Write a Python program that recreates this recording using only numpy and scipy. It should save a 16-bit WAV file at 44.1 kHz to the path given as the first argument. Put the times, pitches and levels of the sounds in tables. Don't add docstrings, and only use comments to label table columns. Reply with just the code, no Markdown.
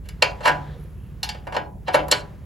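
import sys
import numpy as np
from scipy import signal
from scipy.fft import rfft, irfft, next_fast_len
from scipy.io import wavfile
from scipy.ndimage import uniform_filter1d

SR = 44100
rng = np.random.default_rng(int(sys.argv[2]) if len(sys.argv) > 2 else 0)


def store_pcm(level_fs):
    pcm = np.round(np.clip(level_fs, -1, 1) * 32767).astype(np.int16)
    wavfile.write(sys.argv[1], SR, np.atleast_2d(pcm).T)


N = 108045
T = np.arange(N) / SR
SIZE = next_fast_len(N + SR)
HZ = np.maximum(np.arange(SIZE // 2 + 1) * SR / SIZE, 1)


def from_db(db):
    return 10 ** (np.asarray(db) / 20)


def rms_one(x):
    return x / np.sqrt(np.mean(x ** 2) + 1e-20)


def hump(x, width):
    return np.exp(-.5 * (x / width) ** 2)


def at_hz(points, hz):
    table_hz, *columns = np.transpose(points)
    return [np.interp(np.log(hz), np.log(table_hz), column) for column in columns]


def causal_response(db):
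    cepstrum = irfft(np.log(from_db(db)))
    half = len(cepstrum) // 2
    cepstrum[1:half] *= 2
    cepstrum[half + 1:] = 0
    return np.exp(rfft(cepstrum))


def stereo_noise(likeness):
    mid, side = rng.standard_normal((2, N))
    c = np.clip(likeness, -1, 1)
    return (np.sqrt(1 + c) * mid + np.sqrt(1 - c) * side * [[1], [-1]]) / np.sqrt(2)


def coloured(x, spectrum):
    gain = from_db(at_hz(spectrum, HZ)[0])
    return irfft(rfft(x, SIZE) * gain, SIZE)[:, :N]


def decay(t60_s):
    fall = np.exp(-np.log(1000) * T[:SR] / max(t60_s, 1e-3))
    return fall / np.linalg.norm(fall)


# [pitch_hz, ...]
STRENGTH_HZ = (420, 900, 2300, 4500, 11000)
# [peak_s, build_up_s, dying_away_s, five relative strengths_db (one at each of STRENGTH_HZ),
#  favoured_resonance_hz, resonance_lift_db]
WRENCH_CONTACTS = [ (0.058, .010, 0.016, -3.5, -10.5, -5.5, -14, -4.5, 3180, 2.3),
                   (0.088, .001, 0.00067, -14, -7, 3, 4.5, 12, 2360, 3.2),
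                   (0.2219, 0.00097, 0.0054, 22.5, 15, 22.5, 28.5, 13.5, 3040, 2.3),
                   (0.224, .0005, 0.00083, 27.5, 31.5, 26, 32, 23.5, 2450, 11),
                   (0.407, 0.0014, 0.011, 14.5, 13, 2.5, -4, -5, 7740, 5.1),
                   (.457, .010, .02, 24.5, 32, 27.5, 21.5, 19.5, 962, 8.6),
                   (.477, .012, .015, 29, 29, 27.5, 22.5, 20.5, 1503, 7.5),
                   (1.2307, .0005, 0.011, -2, 8, 16.5, 23, 23, 815, 18.3),
                   (1.290, .001, .008, -3, 3.5, 15, 19.5, 14, 820, 15.6),
                   (1.347, .002, 0.0038, 11, 3.5, 0.5, -7, -8, 3300, 3.7),
                   (1.47, .001, 0.011, 15, 16, 7.5, -7, -0.5, 700, 2.6),
                   (1.524, 0.0015, .012, 13, 16, 10.5, -1, 3, 950, 2),
                   (1.549, .008, 0.0057, 16, 23.5, 8.5, 7, 1.5, 950, 2),
                   (1.5657, 0.0011, 0.0016, 26, 25.5, 19.5, 14.5, 7, 930, 3.5),
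                   (1.882, 0.0064, 0.0092, 24.5, 21, 19, 12.5, 4, 770, 8),
                   (1.944, 0.006, 0.011, 31.5, 35, 28, 20, 23, 560, 5),
                   (1.992, .008, 0.014, 26, 10, 16, 4.5, -13.5, 830, 3),
                   (2.083, .0004, 0.0024, 8, 14, 2, -1.5, 15, 1100, 5),
                   (2.114, 0.0011, 0.0032, 24.5, 20, 22, 32.5, 33, 8020, 6.8),
                   (2.124, 0.0049, 0.0026, 24.5, 26.5, 26.5, 29, 23.5, 4350, 5.8)]
CHATTER_PER_S, CHATTER_SPREAD_DB = 2000, 4
PEAK_BLOW = 3.23
SPOT_RIPPLE_DB, ACCENT_WIDTH_OCT = 3.5, 0.17


def contacts(size=8192):
    lead = size // 4
    force = np.zeros((2, N + 2 * size))
    t = (np.arange(size) - lead) / SR
    hz = np.maximum(np.arange(size // 2 + 1) * SR / size, 1)
    for peak_s, rise_s, fall_s, *strength_db, accent_hz, accent_db in WRENCH_CONTACTS:
        happens = rng.random(size) < CHATTER_PER_S / SR
        sizes = from_db(CHATTER_SPREAD_DB * rng.standard_normal(size))
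        impacts = happens * sizes * rng.choice([-1, 1], size)
        impacts[lead] = PEAK_BLOW
        time_constant = np.maximum(np.where(t < 0, rise_s, fall_s), 1e-4)
        chatter = rfft(impacts * np.exp(-np.abs(t) / time_constant))

        own_db = 10 * np.log10(uniform_filter1d(np.abs(chatter) ** 2, size=45) + 1e-9)
        colour_db = np.interp(np.log(hz), np.log(STRENGTH_HZ), strength_db)
        colour_db += accent_db * hump(np.log2(hz / accent_hz), ACCENT_WIDTH_OCT)

        ripple = rms_one(uniform_filter1d(rng.standard_normal(len(hz)), size=35))
        ripple_db = SPOT_RIPPLE_DB * ripple * np.minimum(hz / 3000, 1)

        start = int(peak_s * SR)
        chatter_force = irfft(chatter * causal_response(colour_db + ripple_db - own_db))
        force[0, start:start + size] += chatter_force
        force[1, start + lead:start + lead + size] += irfft(causal_response(colour_db))
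    return force[:, lead:lead + N]


# [pitch_hz, early_t60_s, late_t60_s, late_part_db (relative to the early part), left_right_likeness (0 to 1)]
CHASSIS_RING = [(200, 0.1, .7, -2, 0.69), (500, 0.069, 0.56, -3, 0.18), (1000, 0.025, .33, -3.5, 0.22),
                (2000, .04, 0.22, 0, 0.55), (4080, 0.032, 0.15, -8.5, 1), (8000, 0.031, 0.19, -10, 1),
                (15000, .018, .12, -13.5, 0.84)]
CHASSIS_DB = 2.5


def chassis(count=18):
    out = 0
    edges = np.geomspace(120, 18000, count + 1)
    for low, high in zip(edges, edges[1:]):
        early_s, late_s, late_db, likeness = at_hz(CHASSIS_RING, np.sqrt(low * high))
        fade = np.hypot(decay(early_s), from_db(late_db) * decay(late_s))
        ring = stereo_noise(likeness)[:, :SR] * fade
        band_pass = signal.butter(2, [low, high], "band", fs=SR, output="sos")
        band = signal.sosfilt(band_pass, ring)
        out = out + rms_one(band) * np.sqrt(2 * (high - low)) / SR
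    return from_db(CHASSIS_DB) * out


# [pitch_hz, relative_height_db, t60_s]
JACK_NOTES = [(307.5, 10, .4), (417, 6.5, 0.41), (515.3, 4.5, 0.16), (554, 6.5, 0.29), (578.6, -7.5, 0.26),
              (744, 8, 0.42), (839.6, 7.5, .33), (972.3, 5, .3), (991.3, 10, 0.37), (1393, 1.5, .24),
              (1492, 12, .22), (1635, 14, 0.24), (1826, 9.5, 0.11)]
# [pitch_hz, relative_height_db, undamped_t60_s]
WRENCH_NOTES = [(2260, 9.5, 0.2), (2746, 5.5, 0.2), (2773, 4.2, 0.4), (2973, 12, .16), (3527, 7, 0.17),
                (4383, 5.4, 0.12), (4930, 13, .17), (5155, 7, .1), (6228, 5.4, .35), (7540, 14, 0.039),
                (10830, 12, .05), (11430, 3.3, 0.14), (14700, 8.6, .04)]
MODES_DB = 1
JACK_LONGEST_S, WRENCH_LONGEST_S = .6, .19


def clear_modes():
    out, t = np.zeros(SR), T[:SR]
    for modes, longest_s in ((JACK_NOTES, JACK_LONGEST_S), (WRENCH_NOTES, WRENCH_LONGEST_S)):
        for hz, db, t60_s in modes:
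            rate = np.log(1000) / min(t60_s, longest_s)
            note = np.exp(-rate * t) * np.cos(2 * np.pi * hz * t)
            out += from_db(db) * 2 * rate / SR * note
    return from_db(MODES_DB) * out


# [pitch_hz, gain_db]
STEEL_COLOUR = [(130, -24), (220, -17.5), (364, -10.5), (569, -6), (634, -4.5), (975, -7.5), (1150, -9),
                (1790, -11), (2070, -12.5), (2220, -11.5), (3950, -13), (4480, -13), (5760, -22.5),
                (7670, -26.5), (9010, -29.5), (11200, -25), (16000, -42)]
BASS_CUT_HZ = 130


def wrench_on_jack():
    high_pass = signal.butter(2, BASS_CUT_HZ, "high", fs=SR, output="sos")
    chatter, blows = rfft(signal.sosfilt(high_pass, contacts()), SIZE)
    ringing = chatter * rfft(chassis(), SIZE) + blows * rfft(clear_modes(), SIZE)
    steel = causal_response(at_hz(STEEL_COLOUR, HZ)[0])
    return irfft(ringing * steel, SIZE)[:, :N]


# [middle_s, half_length_s, level_db (rms at the middle), centre_hz]
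WRENCH_RUBS = [(.68, 0.075, -60.5, 3500), (0.666, 0.05, -52, 1600), (0.734, 0.087, -49, 457),
               (0.825, 0.027, -60, 11000), (0.969, 0.11, -67.5, 11000), (1.057, 0.073, -66.5, 2734),
               (1.384, 0.031, -58.5, 2980)]
RUB_WIDTH_OCT, RUB_GRAIN_DB = 0.23, 3.5


def rubs():
    out = 0
    for middle_s, length_s, db, centre_hz in WRENCH_RUBS:
        band = hump(np.log2(HZ / centre_hz), RUB_WIDTH_OCT)
        noise = irfft(rfft(stereo_noise(0.99), SIZE) * band, SIZE)[:, :N]
        wander = rms_one(uniform_filter1d(rng.standard_normal(N), size=300))
        grain = from_db(RUB_GRAIN_DB * wander)
        out = out + from_db(db) * hump(T - middle_s, length_s) * rms_one(noise * grain)
    return out


# [start_s, level_db (where the fade begins, before onset and left-right balance)]
FRAME_HUMS = [(0.492, -29), (1.949, -32.5)]
FRAME_HZ, FRAME_T60_S, FRAME_RISE_S = 148, 1.5, 0.005
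BALANCE = from_db([[-0.5], [0.5]])


def frame():
    out = 0
    for start_s, db in FRAME_HUMS:
        t = np.maximum(T - start_s, 0)
        fade = from_db(db - 60 * t / FRAME_T60_S)
        onset = 1 - np.exp(-t / FRAME_RISE_S)
        out = out + fade * onset * np.sin(2 * np.pi * FRAME_HZ * t)
    return out * BALANCE


# [pitch_hz, relative_level_db]
RUMBLE_COLOUR = [(15, -44), (25, -21), (36, -8.5), (52, 5.5), (75, 3), (110, -2), (160, -1), (200, -8),
                 (250, -18.5), (400, -19.5), (700, -34.5), (1200, -65.5)]
FIRING_HZ, THROB_DEPTH = 37.75, .35
RUMBLE_DB, RUMBLE_LIKENESS = -37.5, .87
HUM_HZ, HUM_DB = 59.2, -47


def engine():
    throb = 1 + THROB_DEPTH * np.sin(2 * np.pi * FIRING_HZ * T)
    rumble = rms_one(coloured(stereo_noise(RUMBLE_LIKENESS) * throb, RUMBLE_COLOUR))
    hum = np.sqrt(2) * np.sin(2 * np.pi * (HUM_HZ * T + rng.random()))
    return (from_db(RUMBLE_DB) * rumble + from_db(HUM_DB) * hum) * BALANCE


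# [pitch_hz, density_db_per_hz]
BACKGROUND_COLOUR = [(200, -87.5), (400, -99), (800, -92), (1600, -95.5), (3200, -105), (7000, -116),
                     (16000, -125)]
# [time_s, gain_db]
BACKGROUND_LEVEL = [(0, -3), (.5, 15.5), (1.0, -0.5), (1.2, 2), (1.5, 4), (1.76, -6.5), (1.9, 2), (2.2, 10),
                    (2.45, 1)]
# [pitch_hz, density_db_per_hz]
MICROPHONE_HISS = [(2000, -125), (5000, -116), (8000, -110), (11000, -107), (16000, -110)]


def background_hiss():
    level = from_db(np.interp(T, *np.transpose(BACKGROUND_LEVEL)))
    background = coloured(stereo_noise(.8), BACKGROUND_COLOUR) * level
    microphone = coloured(stereo_noise(1.0), MICROPHONE_HISS)
    return (background + microphone) * np.sqrt(SR / 2)


def scene():
    return wrench_on_jack() + frame() + rubs() + engine() + background_hiss()


# [pitch_hz, lag_rad]
PORT_LAG = [(0, 0), (650, .2), (830, 1.5), (1000, 0), (1200, 0), (1450, 1.7), (1700, .1), (2000, .2),
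            (7000, -.1), (9100, -3.2), (11300, -6.3), (13300, -9.4), (16500, -13.8)]
CUTOFF_HZ = 16200


def record(dry):
    lag = np.exp(-1j * np.interp(HZ, *np.transpose(PORT_LAG)))
    right = irfft(rfft(dry[1], SIZE) * lag, SIZE)[:N]
    clipped = np.clip(np.array([dry[0], right]), -1, 1)
    low_pass = signal.ellip(10, .2, 70, CUTOFF_HZ, fs=SR, output="sos")
    return signal.sosfilt(low_pass, clipped)


dry = scene()
out = record(dry)
store_pcm(out)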